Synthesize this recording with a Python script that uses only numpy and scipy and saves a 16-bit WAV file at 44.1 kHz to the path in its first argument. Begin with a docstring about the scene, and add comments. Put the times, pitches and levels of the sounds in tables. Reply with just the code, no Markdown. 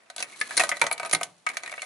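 """A hand rummages among small plastic items in a plastic basket on a shelf, close by in a small room.
Each contact ticks, rings the touched item and knocks the basket; loose bits rattle more softly.
Wrapping rustles, dragged items scrape, and smooth plastic sticks and slips with a thin squeak.
The shelf thuds when the basket shifts. A short room echo and faint air noise lie behind."""
import sys
import numpy as np
from scipy import signal
from scipy.fft import rfft, irfft
from scipy.io import wavfile
from scipy.ndimage import map_coordinates

SR = 44100
rng = np.random.default_rng(int(sys.argv[2]) if len(sys.argv) > 2 else 0)


def int16_out(signal):
    """Quantize to a 16-bit WAV file."""
    q = np.round(np.clip(np.atleast_2d(signal).T, -1, 1) * 32767)
    wavfile.write(sys.argv[1], SR, q.astype(np.int16))


N = 81585
RING_TIME_S = np.arange(int(.16 * SR)) / SR
LEVEL_WINDOW_S = .01  # a strike's dB is its energy spread over this time
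WIDTH_LOW, WIDTH_MID, WIDTH_HIGH = 0.3, 0.75, 0.67  # side over mid
ATTACK_S, TOP_HZ = .0004, 11000

# Each row: basket mode in Hz, level in dB, t60 in seconds.
BASKET_MODES = [(573, -1.5, 0.052), (661, 0, 0.047), (730, -1, 0.06), (946, -5, 0.086), (1238, 5.5, 0.034),
                (1528.5, -3.5, 0.1)]
# Each row: mode as a multiple of the item's pitch, level in dB, t60 in seconds.
ITEM_MODES = [(.56, -8, 0.036), (.72, -4.5, 0.025), (1.0, 8, 0.044), (1.6, -10, 0.027)]
# Spectra of the dense, damped modes. Each row: frequency in Hz, relative level in dB.
KNOCK_SPECTRUM = [(60, -40), (250, -27.5), (450, -10), (700, -3.5), (1050, -7.5), (1600, -8), (4000, -29.5)]
CLACK_SPECTRUM = [(150, -92), (900, -9.5), (1300, -3.5), (2300, 10), (3000, -6), (4500, -16.5),
                  (11000, -24.5)]
TICK_SPECTRUM = [(300, -26), (2500, -7.5), (4200, 1), (5200, -6.5), (6200, -2.5), (8400, -5), (9400, -2),
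                 (11000, -3.5)]


def contact(knock_db, ring_db, tick_db, pitch_hz, tick_scatter_db=3.5):
    """One contact knocks the basket, rings an item and ticks with a sharp first snap."""
    basket_ring = ring(BASKET_MODES, WIDTH_LOW)
    basket_noise = colour(struck(burst(t60_s=0.14, width=WIDTH_LOW)), KNOCK_SPECTRUM)
    knock = blend(basket_ring, basket_noise, share=0.82)
    item_ring = ring(ITEM_MODES, WIDTH_MID, pitch_hz)
    item_noise = colour(struck(burst(t60_s=0.11, width=WIDTH_MID)), CLACK_SPECTRUM)
    clack = blend(item_ring, item_noise, share=0.66)
    snap = signal.unit_impulse(len(RING_TIME_S), int(ATTACK_S * SR))
    spectrum = [(hz, db + tick_scatter_db * rng.standard_normal()) for hz, db in TICK_SPECTRUM]
    tick_noise = struck(burst(t60_s=0.075, width=WIDTH_HIGH))
    tick = unit(colour(blend(snap, tick_noise, share=.16), spectrum))
    mix = undb(knock_db) * knock + undb(ring_db) * clack + undb(tick_db) * tick
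    return mix * np.sqrt(LEVEL_WINDOW_S * SR)


# Each row: start in seconds, basket knock in dB, item ring in dB, tick in dB, item pitch in Hz.
CONTACTS = [(0.1, -45, -43.5, -41.5, 1515), (0.163, -45, -55, -31.5, 1890),
            (0.181, -41.5, -46, -31.5, 2170), (0.204, -42, -62, -34, 2340), (0.2255, -44, -29, -25.5, 2622),
            (0.4128, -38, -21, -27, 1730), (0.508, -41, -33.5, -38, 1614), (0.5144, -57, -35.5, -61, 1710),
            (0.569, -73, -35.5, -21.5, 2156), (0.576, -33.5, -23, -15.5, 2134),
            (0.596, -26.5, -24.5, -21, 2640), (0.6015, -26.5, -18, -22, 1883),
            (0.609, -28, -24, -27.5, 2516), (0.636, -26, -27, -23.5, 1920),
            (0.6915, -30.5, -33.5, -20.5, 2150), (0.7155, -62, -23, -39, 2054),
            (0.721, -30.5, -25, -48, 1957), (0.7685, -42, -38, -36.5, 1920),
            (0.815, -25.5, -17, -19.5, 2333), (0.8195, -41, -17, -62, 930), (0.84, -28, -37, -33, 2390),
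            (0.866, -31.5, -28, -29, 1970), (0.913, -28.5, -25.5, -24, 2274),
            (0.928, -40.5, -42, -32.5, 1940), (0.979, -49, -39.5, -39.5, 2280),
            (0.9978, -31, -33, -34, 2280), (1.0308, -33, -36.5, -42.5, 2267),
            (1.049, -37.5, -38, -38.5, 1313), (1.0595, -35.5, -39, -34, 1282), (1.095, -45, -43, -34, 2240),
            (1.112, -39, -37, -29.5, 2410), (1.132, -27, -22.5, -22.5, 2100),
            (1.148, -29.5, -24.5, -20, 2120), (1.2115, -31, -29.5, -30.5, 719),
            (1.2315, -38.5, -36.5, -24, 2087), (1.465, -36.5, -27, -35, 1249),
            (1.469, -50, -23, -50.5, 2236), (1.489, -59, -32.5, -34.5, 2116), (1.499, -43, -33, -40, 2250),
            (1.5695, -38.5, -30, -27.5, 2320), (1.6343, -41.5, -36.5, -38, 2000),
            (1.6605, -61, -36, -41.5, 2440), (1.676, -47, -36, -43.5, 1870), (1.696, -54, -39, -47, 2190),
            (1.717, -43.5, -44, -36, 2280), (1.7255, -41.5, -36, -50, 2210), (1.738, -41, -37.5, -48, 1956),
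            (1.779, -42.5, -35, -66, 2220), (1.794, -65, -40, -59, 2770), (1.819, -48, -34.5, -33.5, 2284),
            (1.828, -40.5, -36.5, -61, 2090)]


def contacts():
    """The hand knocks items against each other and the basket."""
    out = np.zeros((2, N))
    for start_s, *strike in CONTACTS:
        add(out, start_s, contact(*strike))
    return out


# Each row: frequency in Hz, relative scrape level in dB.
DRAG_SPECTRUM = [(50, -25), (140, -6), (400, 2), (650, 1.5), (2300, 3), (3200, -9.5), (6000, -12)]
# Each row: time in seconds, wrapping rustle in dB, item drag in dB.
HAND_MOTION = [(0, -110, -62), (.16, -61, -67), (0.206, -33.5, -39.5), (0.257, -50, -50.5),
               (.39, -47, -53.5), (0.548, -39.5, -43.5), (.62, -31, -36), (.73, -51, -54.5),
               (.85, -42, -45.5), (.96, -68, -53), (1.049, -47.5, -40), (1.211, -50.5, -59),
               (1.449, -71.5, -94.5), (1.501, -48.5, -42), (1.62, -53.5, -56.5), (1.66, -53.5, -47.5),
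               (1.85, -46.5, -66)]


def rummaging(smear_t60_s=0.033):
    """Dense little catches make the wrapping crackle and the items scrape."""
    t = np.arange(N) / SR
    times_s, rustle_db, drag_db = np.array(HAND_MOTION).T
    catches = grains(rate_hz=1100, spread_db=2.3, width=0)[:1]
    grip = np.sqrt(np.abs(through(catches ** 2, fade(smear_t60_s) ** 2)))
    rustle = unit(colour(grip * noise(N, WIDTH_HIGH), TICK_SPECTRUM))
    drag = unit(colour(grip * noise(N, WIDTH_MID), DRAG_SPECTRUM))
    rustle *= undb(np.interp(t, times_s, rustle_db))
    drag *= undb(np.interp(t, times_s, drag_db))
    return np.sqrt(N) * (rustle + drag)


def rattle(count=80, offset_db=-4, softer_db=-5, spread_db=10, centre_hz=2222):
    """Loose bits tap each other at random; their level follows the drag."""
    out = np.zeros((2, N))
    times_s, _, drag_db = np.array(HAND_MOTION).T
    for k, (slot, size, pitch) in enumerate(rng.random((count, 3))):
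        start_s = (k + slot) / count * N / SR
        ring_db = np.interp(start_s, times_s, drag_db) + offset_db + spread_db * (size - .5)
        pitch_hz = centre_hz * 2 ** (pitch - .5)
        add(out, start_s, contact(ring_db + softer_db, ring_db, ring_db + 2 * softer_db, pitch_hz))
    return out


# Each row: mode as a multiple of the slip's resonance, level in dB, t60 in seconds.
SQUEAK_MODES = [(.77, -8.5, 0.0012), (1.0, -12.5, 0.022), (1.05, -7.5, 0.0024)]
# Each row: start in seconds, length in seconds, level in dB, resonance in Hz.
SLIPS = [(0.324, 0.024, -47, 2180), (0.4, 0.0059, -35, 9430), (0.567, 0.013, -21, 9260),
         (0.922, 0.0086, -25.5, 10450), (1.127, 0.011, -17.5, 9520)]


def slips():
    """Plastic slides on plastic: stick-slip clicks keep the piece ringing."""
    out = np.zeros((2, N))
    for start_s, length_s, db, hz in SLIPS:
        clicks = grains(rate_hz=3700, spread_db=4.4, width=WIDTH_LOW)[:, :len(RING_TIME_S)]
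        squeak = through(clicks * (RING_TIME_S < length_s), ring(SQUEAK_MODES, WIDTH_LOW, hz))
        add(out, start_s, unit(squeak) * np.sqrt(length_s * SR) * undb(db))
    return out


# Each row: start in seconds, level in dB.
SHELF_BUMPS = [(0.578, -42.5), (0.819, -38), (1.131, -34)]


def shelf_bumps(t60_s=0.11):
    """The shelf gives a dull thud when the basket shifts."""
    out = np.zeros((2, N))
    for start_s, db in SHELF_BUMPS:
        thud = colour(burst(t60_s, WIDTH_LOW / 2),
                      hz_db=[(50, -32), (140, 7), (220, -3), (330, 7.5), (900, -23.5)])
        add(out, start_s, unit(thud) * np.sqrt(LEVEL_WINDOW_S * SR) * undb(db))
    return out


# Each row: band centre in Hz, t60 in seconds, level in dB against the direct sound.
ROOM_BANDS = [(131, 0.65, -3), (520, 0.31, -7), (2000, 0.21, -13), (5350, 0.059, -11.5), (10150, 0.11, -16)]


def room(direct, build_s=0.0011, width=0.17):
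    """A small furnished room: the bass lingers, the treble dies quickly."""
    t = np.arange(int(.6 * SR)) / SR
    centres_hz = np.array(ROOM_BANDS)[:, 0]
    edges_hz = [70, *np.sqrt(centres_hz[1:] * centres_hz[:-1]), TOP_HZ]
    build_up = 1 - np.exp(-(t / build_s) ** 2)
    response = 0
    for (_, t60_s, db), low_hz, high_hz in zip(ROOM_BANDS, edges_hz, edges_hz[1:]):
        bandpass = signal.butter(3, [low_hz, high_hz], "band", fs=SR, output="sos")
        tail = signal.sosfilt(bandpass, noise(len(t), width)) * build_up * fade(t60_s, t)
        response = response + unit(tail) * undb(db) * np.sqrt(2 * (high_hz - low_hz) / SR)
    return through(direct, response)


def air(level_db=-63.5):
    """Faint, steady noise of the room's air."""
    hush = colour(noise(N, WIDTH_MID), hz_db=[(130, -14.5), (700, -10.5), (2200, -16), (11000, -26)])
    return unit(hush) * np.sqrt(N) * undb(level_db)


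def ring(modes, width, pitch=1, scatter_db=3):
    """Damped modes; every strike weights them anew, and each radiates its own way."""
    out = 0
    for frequency, db, t60_s in modes:
        size, side, sign = rng.standard_normal(3)
        phase = 2 * np.pi * frequency * pitch * RING_TIME_S
        onset = 1 - np.exp(-phase / np.pi)
        wave = stereo([np.cos(phase), side * np.sin(phase)], width) * onset
        out = out + np.sign(sign) * undb(db + scatter_db * size) * fade(t60_s) * wave
    return out


def struck(x, crack_db=10, crack_t60_s=0.022):
    """A quick attack and a first crack above the ring; unit energy."""
    attack = 1 - np.exp(-RING_TIME_S / ATTACK_S)
    return unit(x * attack * (1 + undb(crack_db) * fade(crack_t60_s)))


def burst(t60_s, width):
    """Crowded modes and close reflections: a short decaying noise."""
    return noise(len(RING_TIME_S), width) * fade(t60_s)


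def grains(rate_hz, spread_db, width):
    """Dense tiny clicks of uneven size; unit rms."""
    hits = rng.random(N) < rate_hz / SR
    sizes = hits * undb(spread_db * np.minimum(rng.exponential(size=N), 4))
    return unit(sizes * noise(N, width)) * np.sqrt(N)


def colour(x, hz_db, size=2048):
    """Minimum-phase filter through (Hz, dB) points."""
    hz, db = np.array(hz_db, float).T
    bins_hz = np.maximum(np.fft.rfftfreq(size, 1 / SR), 1)
    gain = undb(np.interp(np.log(bins_hz), np.log(hz), db))
    cepstrum = irfft(np.log(gain))
    cepstrum[1:size // 2] *= 2
    cepstrum[size // 2 + 1:] = 0
    return through(x, irfft(np.exp(rfft(cepstrum))))


def blend(a, b, share):
    """Give a its share of the energy and b the rest."""
    return unit(np.sqrt(share) * unit(a) + np.sqrt(1 - share) * unit(b))


def undb(db):
    return 10 ** (np.asarray(db) / 20)


def unit(x):
    """Scale to a mean energy of one per channel."""
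    return x / np.sqrt(np.mean(np.sum(x ** 2, axis=-1)))


def fade(t60_s, t=RING_TIME_S):
    """Free decay."""
    return np.exp(-np.log(1000) * t / t60_s)


def stereo(pair, width):
    """Mid and side to left and right."""
    return pair[0] + width * pair[1] * np.array([[1], [-1]])


def noise(samples, width):
    """White stereo noise."""
    return stereo(rng.standard_normal((2, samples)), width)


def through(x, response):
    """Convolve and keep the length."""
    return signal.fftconvolve(x, np.atleast_2d(response), axes=-1)[:, :x.shape[-1]]


def add(out, start_s, x):
    """Mix x in at start_s."""
    i = int(start_s * SR)
    out[:, i:i + x.shape[1]] += x[:, :max(N - i, 0)]


def scene():
    """The handling, its echo in the room and the still air."""
    direct = contacts() + rattle() + slips() + shelf_bumps() + rummaging()
    background = air()
    return direct + room(direct) + background


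def record(dry, lag_samples=0.31, low_cut_hz=99):
    """Sound reaches the left microphone port just before the right; deep bass and top are cut."""
    right = map_coordinates(dry[1], [np.arange(N) - lag_samples], mode="nearest")
    highpass = signal.butter(2, low_cut_hz, "high", fs=SR, output="sos")
    lowpass = signal.ellip(8, .3, 70, TOP_HZ, fs=SR, output="sos")
    return signal.sosfilt(lowpass, signal.sosfilt(highpass, np.array([dry[0], right])))


dry = scene()
out = record(dry)
int16_out(out)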